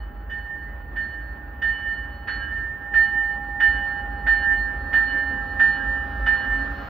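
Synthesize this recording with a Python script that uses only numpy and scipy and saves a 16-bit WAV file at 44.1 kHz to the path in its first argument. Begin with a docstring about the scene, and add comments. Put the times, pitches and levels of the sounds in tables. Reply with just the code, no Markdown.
"""A locomotive bell rings every two thirds of a second as a diesel train slows towards a roofed platform.
Each blow adds a clang, a crowd of overtones and a strong strike note that beats, swells again and lingers.
The bell is built from sine partials whose pitch sinks as the train brakes (Doppler shift).
Under it, shaped noise makes the exhaust throb, engine roar, wheels and hiss, all but a steady thin hiss
changing over time; wavering tones make the fan drone, and one faint ring sounds early on."""
import sys
import numpy as np
from scipy import signal
from scipy.fft import rfft, irfft, next_fast_len
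from scipy.io import wavfile
from scipy.ndimage import uniform_filter1d

SR = 44100
rng = np.random.default_rng(int(sys.argv[2]) if len(sys.argv) > 2 else 0)


def unload_audio(sound):
    """Save the sound as a 16-bit wav file, at the path given as the first command line argument."""
    columns = np.transpose(np.atleast_2d(sound))
    # keep every value between -1 and 1, then stretch to whole-number steps
    steps = np.round(np.clip(columns, -1, 1) * 32767)
    wavfile.write(sys.argv[1], SR, steps.astype(np.int16))


N = 303849
TIME = np.arange(N) / SR  # seconds
EARS = np.array([[1], [-1]])  # left and right, with opposite signs

# One row for each blow of the clapper, the first already ringing out:
# (time [s], clang and lower partials [dB], 1.6 kHz partial [dB], treble partials [dB],
#  strike note's peak [dB], its second swell [dB], delay to the top of that swell [s],
#  its lingering ring [dB], bright partial [dB], bright partial's fade [dB/s])
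BLOWS = [ (-0.364, -2.5, -16.5, -4.5, -34, -44.5, 0.09, -54.5, -51.5, 63),
         (0.296, -13.5, -16.5, -10.5, -32, -34, 0.25, -45, -72, 22),
         (0.957, -10, -11.5, -8, -27, -36.5, 0.22, -45.5, -57.5, 53),
         (1.617, -7, -9, 4, -20.5, -27, 0.3, -45.5, -56.5, 26),
         (2.273, 0, -3, -1, -31.5, -30, 0.32, -35, -44.5, 81),
         (2.937, -1, -9.5, -3, -13.5, -22, 0.27, -32.5, -53, 44.5),
         (3.6, 2, -2.5, 1, -14, -27, 0.28, -36, -54.5, 31.5),
         (4.264, 2, 2, 0, -16, -19.5, 0.26, -33.5, -50.5, 31.5),
         (4.929, 3.5, 2.5, 2, -15.5, -23, 0.27, -32, -48, 36),
         (5.593, 3.5, 1.5, -1.5, -14, -26.5, 0.33, -33, -51, 53.5),
         (6.260, 2.5, -1, 1.5, -17.5, -22.5, 0.29, -54.5, -53, 30), ]

# How near the train is: (time [s], nearness [0 far, 1 close])
NEARNESS = [(0, 0), (1.7, 0.22), (3.1, .2), (4.2, .6), (6.89, 0.95)]

NOTE_HZ = 1803  # reference pitch of the strike note, about the middle of its slow downward slide


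def amp(db):
    """Turns decibels into a gain."""
    return 10 ** (np.asarray(db) / 20)


def unit(x):
    """Scales a signal to rms 1."""
    return x / np.sqrt(np.mean(abs(x) ** 2) + 1e-20)


def curve(rows, axis=1):
    """Reads one column of a time table at every sample."""
    rows = np.asarray(rows)
    return np.interp(TIME, rows[:, 0], rows[:, axis])


def at_hz(points, hz):
    """Reads a table of frequencies and values on a log-frequency axis."""
    f, value = np.transpose(points)
    return np.interp(np.log(hz + 1), np.log(f), value)


def rise(t, length_s):
    """A smooth start from 0 to 1."""
    return np.sin(np.pi / 2 * np.clip(t / length_s, 0, 1)) ** 2


def noise(spectrum):
    """Noise of rms 1 with the given spectrum."""
    size = next_fast_len(N, True)
    white = rfft(rng.standard_normal(size))
    shape = amp(at_hz(spectrum, np.fft.rfftfreq(size, 1 / SR)))
    return unit(irfft(white * shape, size)[:N])


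def drift(rate_hz):
    """Smooth random movement of rms 1, mostly slower than the rate."""
    size = 4096
    hz = np.fft.rfftfreq(size, TIME[-1] / size)
    slow = irfft(rfft(rng.standard_normal(size)) / (1 + (hz / rate_hz) ** 4))
    return np.interp(TIME, np.linspace(0, TIME[-1], size), unit(slow))


def place(x, pan_db):
    """Places a sound in stereo; pan_db is the left level minus the right."""
    return x * amp(EARS * pan_db / 2)


def spread(spectrum, side_db, pan_db):
    """Wide noise: a part common to both ears plus a weaker part of opposite sign in each."""
    common = noise(spectrum)
    opposed = amp(side_db) * noise(spectrum)
    return place(common + EARS * opposed, pan_db)


def partial(phase, gain, flutter, rate_hz):
    """A tone with a share of scattered sound that makes it flutter."""
    scatter = 1 + flutter * (drift(rate_hz) + 1j * drift(rate_hz))
    smooth_gain = uniform_filter1d(gain, size=96)
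    return np.sqrt(2) * smooth_gain * (scatter * np.exp(1j * phase)).real


def beating(t, beat_hz, twin, dip_s):
    """Loudness of a split mode: its twin weakens it most at dip_s and once in every beat."""
    return abs(1 - twin * np.exp(2j * np.pi * beat_hz * (t - dip_s)))


def bell_clock():
    """Bell time [s] whose rate sinks steadily, sliding pitches from slightly sharp to slightly flat."""
    start_hz, sag_hz_per_s = 1813.1, 2.28  # the strike note as heard at first, and how fast it sinks
    return np.cumsum(start_hz - sag_hz_per_s * TIME) / NOTE_HZ / SR


def station(x, early_s, early_db):
    """Dense early reflections from roof, pillars and track, then a tail that dies by band."""
    # How long the station rings: (frequency [Hz], time to fall by 60 dB [s])
    ring_times = [(300, 1.4), (1600, 0.43), (3000, 1.5), (6000, 0.07)]
    t = np.arange(SR) / SR
    # about 3000 random reflections a second, partly different at each ear
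    taps = rng.standard_normal((2, SR)) * (rng.random((2, SR)) < 3000 / SR)
    taps = taps[0] + 0.6 * EARS * taps[1]
    taps = taps * (1 + amp(early_db) * np.exp(-t / early_s))
    hz, s, z = signal.stft(taps, SR, nperseg=256)
    decay = amp(-60 * s / at_hz(ring_times, hz)[:, None])
    tail = signal.istft(z * decay, SR, nperseg=256)[1]
    return signal.fftconvolve(x[None], tail / np.linalg.norm(tail[0]), axes=1)[:, :N]


def thin_hiss():
    """Steady thin hiss at the top of the spectrum, made of shaped noise."""
    # Relative spectrum of the hiss: (frequency [Hz], level [dB per Hz])
    hiss_spectrum = [(7000, -53.5), (10600, -38.5), (11050, -22.5), (11500, -38.5), (13600, -42.5),
                     (14100, -20.5), (14500, -14), (14900, -11.5), (15400, -4), (15800, -19)]
    return amp(-66.5) * spread(hiss_spectrum, side_db=-9.5, pan_db=-0.5)


def thin_tone(s=0.648, hz=1991, db=-56):
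    """A faint, brief ring somewhere in the station: one sine with a soft start and a quick fade."""
    t = np.maximum(TIME - s, 0)
    envelope = (1 - np.exp(-t / 0.01)) * np.exp(-(t / 0.14) ** 2)
    ring = amp(db) * np.sin(2 * np.pi * hz * t) * envelope
    return ring + station(ring, early_s=0.03, early_db=-3.0)


def exhaust():
    """The exhaust's deep throb: low-frequency noise that swells and eases."""
    # Relative spectrum of the exhaust: (frequency [Hz], level [dB per Hz])
    exhaust_spectrum = [(15, -42.5), (30, -29), (40, -10.5), (47, 6), (52, 13.5), (60, 3.5), (72, 5),
                        (90, -11), (130, -28.5), (250, -82)]
    # How loud the exhaust's throb is over time: (time [s], relative level [dB])
    throb = [(0, -34.5), (0.3, -35.5), (1.7, -36.5), (2.35, -34), (3.05, -39.5), (3.6, -34), (4.1, -33.5),
             (4.7, -32), (5.05, -37), (5.55, -29.5), (5.8, -33.5), (6.15, -30), (6.89, -32)]
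    return amp(curve(throb) - 0.76) * spread(exhaust_spectrum, side_db=-22.5, pan_db=-0.9)


def engine():
    """The engine's roar: unsteady noise that grows as the train nears."""
    # Relative spectrum of the engine: (frequency [Hz], level [dB per Hz])
    engine_spectrum = [(60, -24.5), (100, -2), (116, -0.5), (132, -1), (165, -6), (215, -2), (270, -7.5),
                       (330, -8), (450, -12), (800, -40.5), (2000, -72)]
    far_db, growth_db = -49.5, 6.5  # level far off, and the gain once close
    level = amp(far_db + growth_db * curve(NEARNESS))
    return level * spread(engine_spectrum, side_db=-15.0, pan_db=-2.0) * amp(1.1 * drift(8.1))


def wheels():
    """The wheels' rolling noise, wide and uneven, growing as the train nears."""
    # Relative spectrum of the wheels: (frequency [Hz], level [dB per Hz])
    wheel_spectrum = [(150, -21.5), (380, -9), (530, 0), (700, 0), (1050, -2), (1350, -4), (1850, -4),
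                      (2150, -14.5), (3000, -19.5), (4000, -31.5), (5500, -41.5), (8000, -72)]
    far_db, growth_db = -53, 9  # level far off, and the gain once close
    level = amp(far_db + growth_db * curve(NEARNESS))
    return level * spread(wheel_spectrum, side_db=-1.5, pan_db=-1.0) * amp(1.3 * drift(24))


def near_hiss():
    """Wheel and brake hiss that grows steadily, as air absorbs the treble of a far train."""
    # Relative spectrum of the hiss: (frequency [Hz], level [dB per Hz])
    near_spectrum = [(600, -24), (1000, -6), (1130, 7.5), (1330, 12), (2000, -7.5), (3000, -11.5),
                     (4500, -15.5), (6000, -27.5), (8000, -41), (12000, -44.5)]
    end_db, growth_db_per_s = -44.5, 5.3
    level = amp(end_db + growth_db_per_s * (TIME - TIME[-1]))
    return level * spread(near_spectrum, side_db=-7.0, pan_db=3)


def fan():
    """The cooling fan's drone: five wavering harmonics, sinking as the fan slows and the train nears."""
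    far_db, growth_db = -57, 14.5  # level far off, and the gain once close
    far_hz, sag_hz, waver_hz = 299.2, 34.95, 6
    near = curve(NEARNESS)
    phase = 2 * np.pi * np.cumsum(far_hz - sag_hz * near + waver_hz * drift(3)) / SR
    drone = np.zeros(N)
    for harmonic, db in enumerate([0, -7.5, -23, -17, -5.5], 1):
        scatter = 0.6 + 0.79 * (drift(13) + 1j * drift(26))
        drone += amp(db) * (scatter * np.exp(1j * harmonic * phase)).real
    return place(amp(far_db + growth_db * near) * drone, -1.2)


def clang(count=110, t60=0.36):
    """The clapper sets off a crowd of short-lived modes, over a burst smeared by the long platform."""
    # Relative spectrum of the clang: (frequency [Hz], level [dB per Hz])
    clang_spectrum = [(300, -48), (800, -7), (1150, -17), (1400, -7), (1600, -2), (1880, 1.5),
                      (2080, -16.5), (2400, -15), (2800, -23), (3500, -23.5), (3900, -34.5), (5200, -42.5),
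                      (6500, -60.5), (9000, -74)]
    hz = np.geomspace(1150, 6200, count) * rng.uniform(0.99, 1.01, count)
    weight = amp(at_hz(clang_spectrum, hz)) * np.sqrt(hz)  # higher modes stand for wider bands
    weight = weight / np.linalg.norm(weight)
    t = np.arange(SR // 2) / SR
    modes = np.exp(2j * np.pi * hz[:, None] * t) * amp(-60 * t / t60) * rise(t, 0.007)
    envelope, crowd = np.zeros(N), np.zeros((2, N + SR))
    for s, db, *_ in BLOWS[1:]:
        since = np.maximum(TIME - s + 0.004, 0)  # the burst starts slightly early
        fade = np.exp(-since / 0.015) + amp(-14.5) * np.exp(-since / 0.25)
        envelope += amp(db) * rise(since, 0.018) * fade
        # each blow stirs the modes in a new mix, slightly different at each ear
        mix = rng.standard_normal((2, count)) + 1j * rng.standard_normal((2, count))
        common, opposed = weight * mix
        start = round(s * SR)
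        crowd[:, start:start + len(t)] += amp(db) * ((common + 0.4 * EARS * opposed) @ modes).real
    burst = amp(-26) * envelope * spread(clang_spectrum, side_db=-9, pan_db=-0.5) * amp(0.5 * drift(60))
    return burst + place(amp(-32) * crowd[:, :N], -1.5)


def overtones():
    """Each blow rings the other partials in a new mix; the bell is not quite round, so strong ones beat."""
    # Reference pitches of the two split partials: [Hz]
    pair_hz = [1609, 2966]
    # The same two partials:
    # (relative level [dB], time to fall by 60 dB [s], typical beat rate [Hz], twin's share [0 to 1])
    pairs = [(-35, 2.33, 4.2, 0.7), (-42, 1.35, 6.7, 0.5)]
    # Reference pitches of the weaker partials: [Hz]
    mode_hz = [1132, 1330, 1418, 1448, 1495, 1548, 1869, 1895, 1932, 2226, 2260, 2427, 2496, 2616, 3315,
               3412, 3603, 4775, 5470, 5920, 6098]
    # The same partials, before each blow's level and luck:
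    # (relative level [dB], time to fall by 60 dB [s])
    mode_rings = [(-56, 1.9), (-48.5, 3.6), (-42, 1.3), (-44, 1.1), (-36, 0.4), (-37, 0.19), (-41.5, 0.48),
                  (-51, .7), (-55, 1.0), (-56, .6), (-54, 1.2), (-54, .6), (-50, 0.3), (-52, 0.55),
                  (-52, .45), (-50.5, 0.38), (-50.5, 0.3), (-54, 0.28), (-67, .25), (-68, 0.35), (-64, 0.4)]
    clock = bell_clock()
    low, high = np.zeros(N), np.zeros(N)  # partials below and above 2 kHz
    chances = rng.random((len(BLOWS), 2, len(mode_rings)))
    for (s, clang_db, low_pair_db, treble_db, *_), (phases, lucks) in zip(BLOWS, chances):
        start = round(s * SR)
        span = slice(max(start, 0), start + SR)
        t = clock[span] - clock[span][0] + max(-s, 0)
        window = rise(t, 0.0079) * rise(t[-1] - t, 0.044)
        for hz, (db, t60), phase, luck in zip(mode_hz, mode_rings, phases, lucks):
            band, blow_db = (low, clang_db) if hz < 2000 else (high, treble_db)
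            level = amp(blow_db + db + 3.3 * (luck - 2.5) - 60 * t / t60)
            band[span] += window * level * np.sin(2 * np.pi * (hz * t + phase))
        pair_levels = (low_pair_db, treble_db)
        for hz, (db, t60, beat, twin), blow_db, phase, luck in zip(pair_hz, pairs, pair_levels, phases, lucks):
            band = low if hz < 2000 else high
            twin_hz = hz - beat * (1 + 0.67 * (luck - 0.5))
            pair = np.sin(2 * np.pi * (hz * t + phase)) + twin * np.sin(2 * np.pi * (twin_hz * t + phase))
            band[span] += window * amp(blow_db + db - 60 * t / t60) * pair
    # moving air makes the partials waver
    low = low * amp(2.5 * drift(18))
    high = high * amp(3.2 * drift(14))
    low_sound = amp(-2) * low + amp(1) * station(low, early_s=0.0067, early_db=10.5)
    high_sound = high + amp(-7) * station(high, early_s=0.017, early_db=5)
    return place(low_sound, -7) + place(high_sound, -0.89)


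def strike_note():
    """The main partial peaks, swells and lingers; a hum rings below it and a bright partial beats above."""
    # The hum tone, ringing on from blow to blow and stronger once the train is nearer:
    # (time [s], level [dB])
    hum_levels = [(0, -57.5), (0.35, -51.5), (1, -56), (2.3, -48.5), (2.65, -59.5), (3.0, -41),
                  (3.6, -39.5), (4.45, -40), (4.65, -44), (5.3, -42), (6.35, -41.5), (6.89, -49)]
    hum_hz, bright_hz = 812, 4296  # reference pitches, sliding along with the strike note
    direct_share, direct_s = 0.35, 0.003  # the direct path arrives first
    attack_s, peak_s = 0.035, 0.12  # reflections then build the note up
    peak_fade, swell_fade = 84.5, 86  # dB/s
    swell_rise_s = 0.16

    blows = np.array(BLOWS)
    latest = blows[np.searchsorted(blows[:, 0], TIME) - 1]
    s, _, _, _, peak_db, swell_db, swell_s, linger_db, bright_db, bright_fade = latest.T
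    t = TIME - s  # time since the latest blow
    angle = 2 * np.pi * bell_clock()
    # each blow adds a new ring, out of step with the old one
    turns = rng.uniform(-1.5, 1.8, len(BLOWS))  # radians
    slip = sum(turn * rise(TIME - blow[0], 0.0027) for blow, turn in zip(BLOWS, turns))

    attack = direct_share * rise(t, direct_s) + (1 - direct_share) * rise(t, attack_s)
    peak = amp(peak_db) * attack * np.maximum(np.exp(-(t / peak_s) ** 2.6), amp(-peak_fade * t))
    swell = amp(swell_db - swell_fade * np.maximum(t - swell_s, 0))
    swell = swell * rise(t - swell_s + swell_rise_s, swell_rise_s)
    linger = amp(linger_db) * beating(t, beat_hz=2.63, twin=0.31, dip_s=0.156)
    gain = np.sqrt(peak ** 2 + swell ** 2 + linger ** 2)
    note = partial(NOTE_HZ * angle + slip, gain, flutter=0.15, rate_hz=25)
    note_sound = note + amp(-35.5) * station(note, early_s=0.022, early_db=-4)

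    hum = partial(hum_hz * angle + slip, amp(curve(hum_levels)), flutter=0.17, rate_hz=17)

    ring = amp(bright_db - bright_fade * t) * rise(t, 0.008)
    ring = ring * beating(t, beat_hz=4.26, twin=0.76, dip_s=0.23)
    # reflections reach the ears unequally: the bright partial is out of phase and wanders side to side
    bright = partial(bright_hz * angle + slip + 0.33 * EARS, ring, flutter=0.35, rate_hz=14)
    bright = bright * amp(EARS * 3.0 * drift(4.8))
    return place(note_sound, -6.5) + place(hum, -7.0) + bright


def scene():
    """Adds the bell and the train together in the open station."""
    train = exhaust() + engine() + wheels() + near_hiss() + fan()
    bell = clang() + overtones() + strike_note()
    return thin_hiss() + thin_tone() + train + bell


def record(dry):
    """Eases both ends and removes the sound above about 15.85 kHz."""
    eased = dry * rise(TIME, 0.004) * rise(TIME[-1] - TIME, 0.004)
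    low_pass = signal.firwin(801, 15850, window=("kaiser", 9), fs=SR)
    return signal.oaconvolve(eased, low_pass[None], "same")


dry = scene()
out = record(dry)
unload_audio(out)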